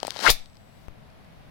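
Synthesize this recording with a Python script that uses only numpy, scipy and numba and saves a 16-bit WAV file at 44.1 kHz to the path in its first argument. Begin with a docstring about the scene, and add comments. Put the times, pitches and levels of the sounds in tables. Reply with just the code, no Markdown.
"""Plastic figure handled close by

A plastic figure is handled beside the left microphone in a small, quiet room. The grip clicks (damped modes),
then slides (stick-slip pulses through a mostly rising band-pass), ending in a noise-burst knock and a puff of air.
The room rings briefly (decaying noise), thin sines linger, and faint ticks, a tap and weaker puffs follow.
Steady coloured noise gives the rumble and hiss behind."""
import sys
import numpy as np
from scipy import signal
from scipy.fft import rfft, irfft
from scipy.io import wavfile
from scipy.ndimage import uniform_filter1d
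from numba import njit

SR = 44100
rng = np.random.default_rng(int(sys.argv[2]) if len(sys.argv) > 2 else 0)


def to_wav(s):
    """Save 16-bit WAV."""
    ch = np.atleast_2d(s).T  # columns
    pcm = np.round(np.clip(ch, -1, 1) * 32767)  # PCM
    wavfile.write(sys.argv[1], SR, pcm.astype(np.int16))


N = 66150
T = np.arange(N) / SR  # [s]

# Levels are relative; every colour is scaled to rms 1. *_RIGHT_DB: right side relative to left.
# slide: friction hiss (time [s], level [dB])
SLIDE_LEVEL = [(0, -49), (0.06, -43), (0.13, -40.5), (0.18, -36), (0.215, -29.5), (0.245, -19),
               (0.275, -20), (0.297, -12.5), (0.304, -20), (0.312, -65)]
# slide: hiss colour (frequency [Hz], level [dB])
SLIDE_COLOUR = [(60, -26), (250, -2.5), (700, 1.5), (1500, 1), (2500, -3.5), (4600, 1), (7000, -11),
                (9500, -14.5), (15500, -23.5)]
# hollow under the grip (time [s], resonance [Hz], level [dB])
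HOLLOW = [(0.21, 700, -52.5), (0.245, 950, -28), (0.260, 1296, -16), (0.266, 1450, -8), (0.277, 1350, -11),
          (0.283, 2120, -11), (0.288, 3000, -17.5), (0.296, 3280, -25), (0.303, 3966, -22),
          (0.309, 4000, -45)]
HOLLOW_WIDTH_HZ, SLIDE_RIGHT_DB = 750, -36
GRAINS_PER_S, GRAIN_SPREAD_DB = 7000, 3  # mean rate, standard deviation
JUDDER_PER_S, JUDDER_DB = 300, 4  # spread before smoothing
HISS_JUDDER_EXPONENT = 0.6  # share of the judder, in dB, that the hiss follows

# hardest catches of the slide (time [s], pitch [Hz], level [dB])
CATCHES = [(0.2468, 925, -10.5), (0.2524, 1047, -10), (0.2669, 1500, -9), (0.276, 1400, -9),
           (0.2815, 2000, -9), (0.2862, 570, -8), (0.286, 3900, -11.5), (0.2892, 2934, -13),
           (0.2943, 3230, -7), (0.2969, 2200, -6)]
CATCH_HALF_LENGTH_S, CATCH_CHIRP = 0.0012, .08  # chirp: largest share of the quadratic phase

# last scrape before the knock (time [s], level [dB])
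SCRAPE_LEVEL = [(0.26, -60), (0.28, -34.5), (0.287, -27), (0.299, -34), (0.306, -50.5)]
# scrape colour (frequency [Hz], level [dB])
SCRAPE_COLOUR = [(30, 14.5), (120, 1.5), (300, 1.5), (800, 5.5), (2000, -6.5), (5000, -15), (11000, -18),
                 (16000, -23)]
SCRAPE_LEFT_DB = 10  # relative to right

# grip clicks (time [s], dull tock [dB], bright tick before halving [dB], crackle [dB],
# crackle decay [s], own ring [Hz])
CLICKS = [(0.0021, -39, -25.5, -42, .0007, 4700), (0.0307, -7.5, -16, -33, 0.0021, 3200),
          (0.0499, -14, -26, -41.5, 0.0011, 4700), (0.0697, -44.5, -18.5, -22.5, 0.0013, 2400),
          (0.0802, -11, -26.5, -30.5, 0.00098, 4800), (0.1063, -37.5, -12.5, -16, .0003, 3700),
          (0.1622, -16.5, -26.5, -50.5, .001, 3900), (0.1691, -44.5, -21, -47, .001, 4000),
          (0.1906, -30.5, -20.5, -47.5, .001, 3900), (0.1928, -17, -28, -46, .001, 3000),
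          (0.2026, -48, -17.5, -31.5, 0.0016, 1550)]
# modes of the dull tock (frequency [Hz], level [dB], T60 [s])
TOCK_MODES = [(310, -15.5, 0.01), (620, -3.5, 0.0099), (800, -2, 0.0083), (1270, -3, 0.0023),
              (1570, -14, .004)]
# modes of the bright tick (frequency [Hz], level [dB], T60 [s])
TICK_MODES = [(2400, -9.5, .005), (3200, -2, 0.01), (4210, 7.5, 0.0037), (4900, 2.5, 0.0027),
              (5700, -45.5, .003), (8300, -9.5, .003)]
# top-end crackle colour (frequency [Hz], level [dB])
CRACKLE_COLOUR = [(300, -23.5), (2000, 6.5), (5000, -1), (8500, 15), (11000, -2.5), (16000, -3)]
CLICK_RIGHT_DB, CRACKLE_RIGHT_DB = -26.5, -23
OWN_RING_DB, OWN_RING_T60_S = -2, .010
CONTACT_CYCLES = 0.46  # build-up time of a mode, in its periods

# knock and bounce (time [s], level [dB], decay [s])
KNOCKS = [(0.3016, -5.5, 0.0017), (0.3035, -11, .0012)]
# knock colour (frequency [Hz], level [dB])
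KNOCK_COLOUR = [(100, -31.5), (600, -2.5), (1800, -5.5), (4000, 3), (6500, -2.5), (8500, -5.5), (11500, -1),
                (16000, -3.5)]
KNOCK_LAG_S, KNOCK_RIGHT_DB = 0.00049, 2.0

# air puffs (time [s], level [dB], decay [s], rise [s])
PUFFS = [(0.304, -5.5, 0.011, 0.0024), (0.402, -29, 0.048, 0.011), (0.8837, -26, 0.0092, 0.000069)]
PORT_LOW_HZ, PUFF_RIGHT_DB = 6.4, -27.5

# faint settling ticks (time [s], level before touch halving [dB], own ring [Hz])
TICKS = [(0.459, -33.5, 3870), (0.4990, -46, 5000), (0.5318, -47, 5000), (0.5465, -47.5, 4900),
         (0.5550, -43.5, 4700), (0.5697, -38, 4900), (1.102, -43.5, 2200), (1.247, -43.5, 2000),
         (1.3240, -49.5, 2200)]
TICK_FIZZ_DB, TICK_RIGHT_DB = -20, -23
FAINT_BODY_DB = -4  # TICK_MODES in a faint touch
# tap colour (frequency [Hz], level [dB])
TAP_COLOUR = [(100, -6), (300, 4), (1000, 1.5), (3000, -9.5), (8000, -23), (16000, -29)]
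TAP_S, TAP_DB, TAP_RIGHT_DB = .8834, -38.5, -23
TAP_EDGE_DB, TAP_EDGE_DECAY_S = -29.5, 0.0002  # sharp front

# thin tones (frequency [Hz], level [dB], held until [s], decay [s])
TONES = [(7741, -70, 0.78, .04), (8387, -68, 0.47, .06)]
TONE_START_S, TONE_RIGHT_DB = .305, -16

# room tail colour (frequency [Hz], level [dB])
ROOM_COLOUR = [(100, -14), (520, -4), (1100, -6), (2000, -0.5), (3000, 0), (4500, -8), (7000, -5.5),
               (12000, -6.5), (16000, -12.5)]
# early reflections, one entry per side: left, right (level [dB])
EARLY_DB = [-1.5, -9]
ROOM_DB, EARLY_DECAY_S, RUB_WET_DB = -13.5, 0.013, -28.5
SPLIT_HZ, ROOM_T60_S, TREBLE_T60_S = 7000, 0.3, 0.17  # T60 below and above the split

# left background colour (frequency [Hz], level [dB])
AIR_LEFT = [(20, 0), (45, 0.5), (140, 4.5), (240, -5), (360, -12), (650, -6), (1200, -15.5), (2000, -18),
            (4500, -27), (7000, -37.5), (12000, -37), (15500, -45)]
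# right background colour (frequency [Hz], level [dB])
AIR_RIGHT = [(20, -7.5), (45, 3.5), (140, 0.5), (240, -1), (360, -14), (650, -12.5), (1200, -16),
             (2000, -17.5), (4500, -24.5), (7000, -36), (12000, -33.5), (15500, -38.5)]
# background (time [s], left level [dB], right level [dB])
AIR_LEVEL = [(0, -51.5, -52.5), (0.5, -51.5, -54.5), (0.75, -49, -53), (1.05, -48, -52), (1.5, -48, -50.5)]
# faint extra hiss, left (time [s], level [dB])
HISS_LEVEL = [(0.42, -67.5), (0.6, -67), (0.86, -62), (0.9, -78)]
# extra hiss colour (frequency [Hz], level [dB])
HISS_COLOUR = [(500, -10), (4500, 2), (7000, -6), (15500, -6.5)]
TOP_HZ = 15900


def slide():
    """Uneven stick-slip friction hisses and rings a hollow of mostly rising pitch as the grip opens."""
    grip, hz = judder(), curve(HOLLOW)
    hiss = swell(SLIDE_LEVEL) * colour(grip ** HISS_JUDDER_EXPONENT * slips(), SLIDE_COLOUR)
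    narrow = svf(grip * slips(), hz, float(HOLLOW_WIDTH_HZ))
    hollow = unit(svf(narrow, hz, 2. * HOLLOW_WIDTH_HZ))
    rounded = unit(np.tanh(.5 * hollow))
    return leftish(hiss + swell(HOLLOW, axis=2) * rounded, SLIDE_RIGHT_DB)


def judder():
    """Random gain held for a few milliseconds and slewed."""
    hold = int(SR / JUDDER_PER_S)
    steps = rng.standard_normal(N)[np.arange(N) // hold]
    return amp(JUDDER_DB * uniform_filter1d(steps, hold // 2))


def slips():
    """Dense stick-slip pulses of random time, size and sign."""
    hits = rng.random(N) < GRAINS_PER_S / SR
    sizes = amp(GRAIN_SPREAD_DB * rng.standard_normal(N))
    return hits * sizes * rng.choice([-1, 1], N)


@njit
def svf(x, hz, width):
    """State-variable band-pass with a moving centre."""
    y, band, low = np.empty(len(x)), 0., 0.
    for i in range(len(x)):
        g, k = np.tan(np.pi * hz[i] / SR), width / hz[i]
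        v = (band + g * (x[i] - low)) / (1 + g * (g + k))
        band, low, y[i] = 2 * v - band, low + 2 * g * v, k * v
    return y


def catches():
    """Hardest catches of the slide: brief Gaussian squeaks, each sliding in pitch."""
    out = 0
    bends = rng.uniform(-1, 1, (len(CATCHES), 2))
    for (start, hz, db), (chirp, phase) in zip(CATCHES, bends):
        age = np.clip((T - start) / CATCH_HALF_LENGTH_S, -6, 6)
        turns = hz * CATCH_HALF_LENGTH_S * (age + CATCH_CHIRP * chirp * age ** 2)
        out = out + amp(db) * np.exp(-age ** 2) * np.sin(2 * np.pi * turns + np.pi * phase)
    return leftish(out, SLIDE_RIGHT_DB)


def scrape():
    """Short, heavier friction noise on both sides as the grip lets go."""
    left = amp(SCRAPE_LEFT_DB) * noise(SCRAPE_COLOUR)
    return swell(SCRAPE_LEVEL) * np.array([left, noise(SCRAPE_COLOUR)])


def clicks():
    """Single slips of the grip: modal tock, modal tick with its own pitch, speck of crackle noise."""
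    tocks, snaps, bursts = 0, 0, 0
    for start, tock_db, tick_db, crackle_db, decay, hz in CLICKS:
        tocks = tocks + amp(tock_db) * ring(start, TOCK_MODES)
        modes = TICK_MODES + [(hz, OWN_RING_DB, OWN_RING_T60_S)]
        snaps = snaps + amp(tick_db) * ring(start, modes) / 2
        bursts = bursts + amp(crackle_db) * fade(start, decay)
    body = low_cut(tocks, hz=261.8) + low_cut(snaps, hz=1190)
    crackle = low_cut(noise(CRACKLE_COLOUR) * bursts, hz=400)
    return leftish(body, CLICK_RIGHT_DB) + leftish(crackle, CRACKLE_RIGHT_DB)


def ring(start, modes):
    """Damped modes pushed by one short, soft contact."""
    age, out = np.maximum(T - start, 0), 0
    for hz, db, t60 in modes:
        turns = hz * (1 + .02 * rng.standard_normal()) * age  # 2 % random detune
        build = np.sin(np.pi / 2 * np.minimum(turns / CONTACT_CYCLES, 1)) ** 2
        decay = fade(start, t60 / np.log(1000))
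        out = out + amp(db) * build * decay * np.sin(2 * np.pi * turns)
    return out


def knock():
    """Hard plastic cracks and bounces once: decaying noise, later on the right."""
    def side(lag):
        """Crack and bounce after a lag in seconds."""
        hits = sum(amp(db) * fade(start + lag, decay) for start, db, decay in KNOCKS)
        return noise(KNOCK_COLOUR) * hits
    return np.array([side(0), amp(KNOCK_RIGHT_DB) * side(KNOCK_LAG_S)])


def puffs():
    """Air pushes, almost only left: rise and decay, then a slow swing back from the high-pass."""
    push = 0
    for start, db, decay, rise in PUFFS:
        push = push + amp(db) * (fade(start, decay) - fade(start, rise))
    return leftish(low_cut(push, PORT_LOW_HZ), PUFF_RIGHT_DB)


def ticks():
    """Faint modal ticks with noise fizz, and one small, crisp noise tap."""
    fizz = amp(TICK_FIZZ_DB) * noise(CRACKLE_COLOUR)
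    body = 0
    for start, db, hz in TICKS:
        own = ring(start, [(hz, OWN_RING_DB, OWN_RING_T60_S)])
        touch = own + amp(FAINT_BODY_DB) * ring(start, TICK_MODES)
        body = body + amp(db) * (touch / 2 + fade(start, 0.00093) * fizz)
    tap = amp(TAP_DB) * fade(TAP_S, 0.0024) * noise(TAP_COLOUR)
    edge = amp(TAP_EDGE_DB) * fade(TAP_S, TAP_EDGE_DECAY_S)
    return leftish(body, TICK_RIGHT_DB) + leftish(tap + edge, TAP_RIGHT_DB)


def tones():
    """Thin high sines, held after the knock, then decaying."""
    out = 0
    for hz, db, until, decay in TONES:
        hold = np.exp(-np.maximum(T - until, 0) / decay)
        out = out + amp(db) * hold * np.sin(2 * np.pi * hz * T)
    return leftish(out * (T > TONE_START_S), TONE_RIGHT_DB)


def room(x):
    """Early reflections from the table, then a short diffuse tail whose treble dies first."""
    out = []
    hz = 1 + np.arange(N // 2 + 1) * SR / N  # +1 avoids division by zero
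    for early_db in EARLY_DB:
        diffuse = noise(ROOM_COLOUR)
        treble = irfft(rfft(diffuse) / (1 + (SPLIT_HZ / hz) ** 4), N)
        tail = (diffuse - treble) * fade(0.00606, ROOM_T60_S / np.log(1000))
        tail = tail + treble * fade(0.007, TREBLE_T60_S / np.log(1000))
        early = fade(.003, EARLY_DECAY_S) * rng.standard_normal(N)
        response = (amp(ROOM_DB) * unit(tail) + amp(early_db) * unit(early)) / np.sqrt(N)
        out.append(signal.fftconvolve(x, response)[:N])
    return np.array(out)


def air():
    """Room rumble and hiss as coloured noise; extra left hiss until about the tap."""
    left = amp(curve(AIR_LEVEL)) * noise(AIR_LEFT) + swell(HISS_LEVEL) * noise(HISS_COLOUR)
    right = amp(curve(AIR_LEVEL, axis=2)) * noise(AIR_RIGHT)
    return np.array([left, right])


def amp(db):
    """Decibels to gain."""
    return 10 ** (np.asarray(db) / 20)


def unit(x):
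    """Scale to rms 1."""
    return x / np.sqrt(np.mean(x ** 2))


def curve(rows, axis=1):
    """One table column, linear in time."""
    rows = np.array(rows)
    return np.interp(T, rows[:, 0], rows[:, axis])


def swell(rows, axis=1):
    """Gain from a dB column, silent outside its span."""
    return amp(curve(rows, axis=axis)) * (T >= rows[0][0]) * (T <= rows[-1][0])


def fade(start, decay):
    """Sudden onset, exponential decay."""
    return (T >= start) * np.exp(-np.maximum(T - start, 0) / decay)


def colour(x, points):
    """Filter by (Hz, dB) points, linear in log frequency; rms 1."""
    hz, db = np.array(points).T
    f = np.maximum(np.arange(N // 2 + 1) * SR / N, 1)
    gain = amp(np.interp(np.log(f), np.log(hz), db))
    return unit(irfft(rfft(x) * gain, N))


def noise(points):
    """Coloured Gaussian noise; rms 1."""
    return colour(rng.standard_normal(N), points)


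def low_cut(x, hz):
    """Second-order high-pass."""
    return signal.sosfilt(signal.butter(2, hz, "high", fs=SR, output="sos"), x)


def leftish(x, right_db):
    """Full level left, scaled copy right."""
    return np.array([x, amp(right_db) * x])


def scene():
    """Close handling, knock, their room sound, and the background."""
    close = clicks() + slide() + catches() + scrape()
    hit = knock()
    wet = room(hit[0] + amp(RUB_WET_DB) * close[0]) + room(hit[1])
    return close + hit + wet / np.sqrt(2) + ticks() + puffs() + tones() + air()


def record(dry):
    """Round the loudest peaks by tanh, then low-pass steeply."""
    top_cut = signal.ellip(8, .2, 70, TOP_HZ, fs=SR, output="sos")
    return signal.sosfilt(top_cut, np.tanh(dry))


dry = scene()
out = record(dry)
to_wav(out)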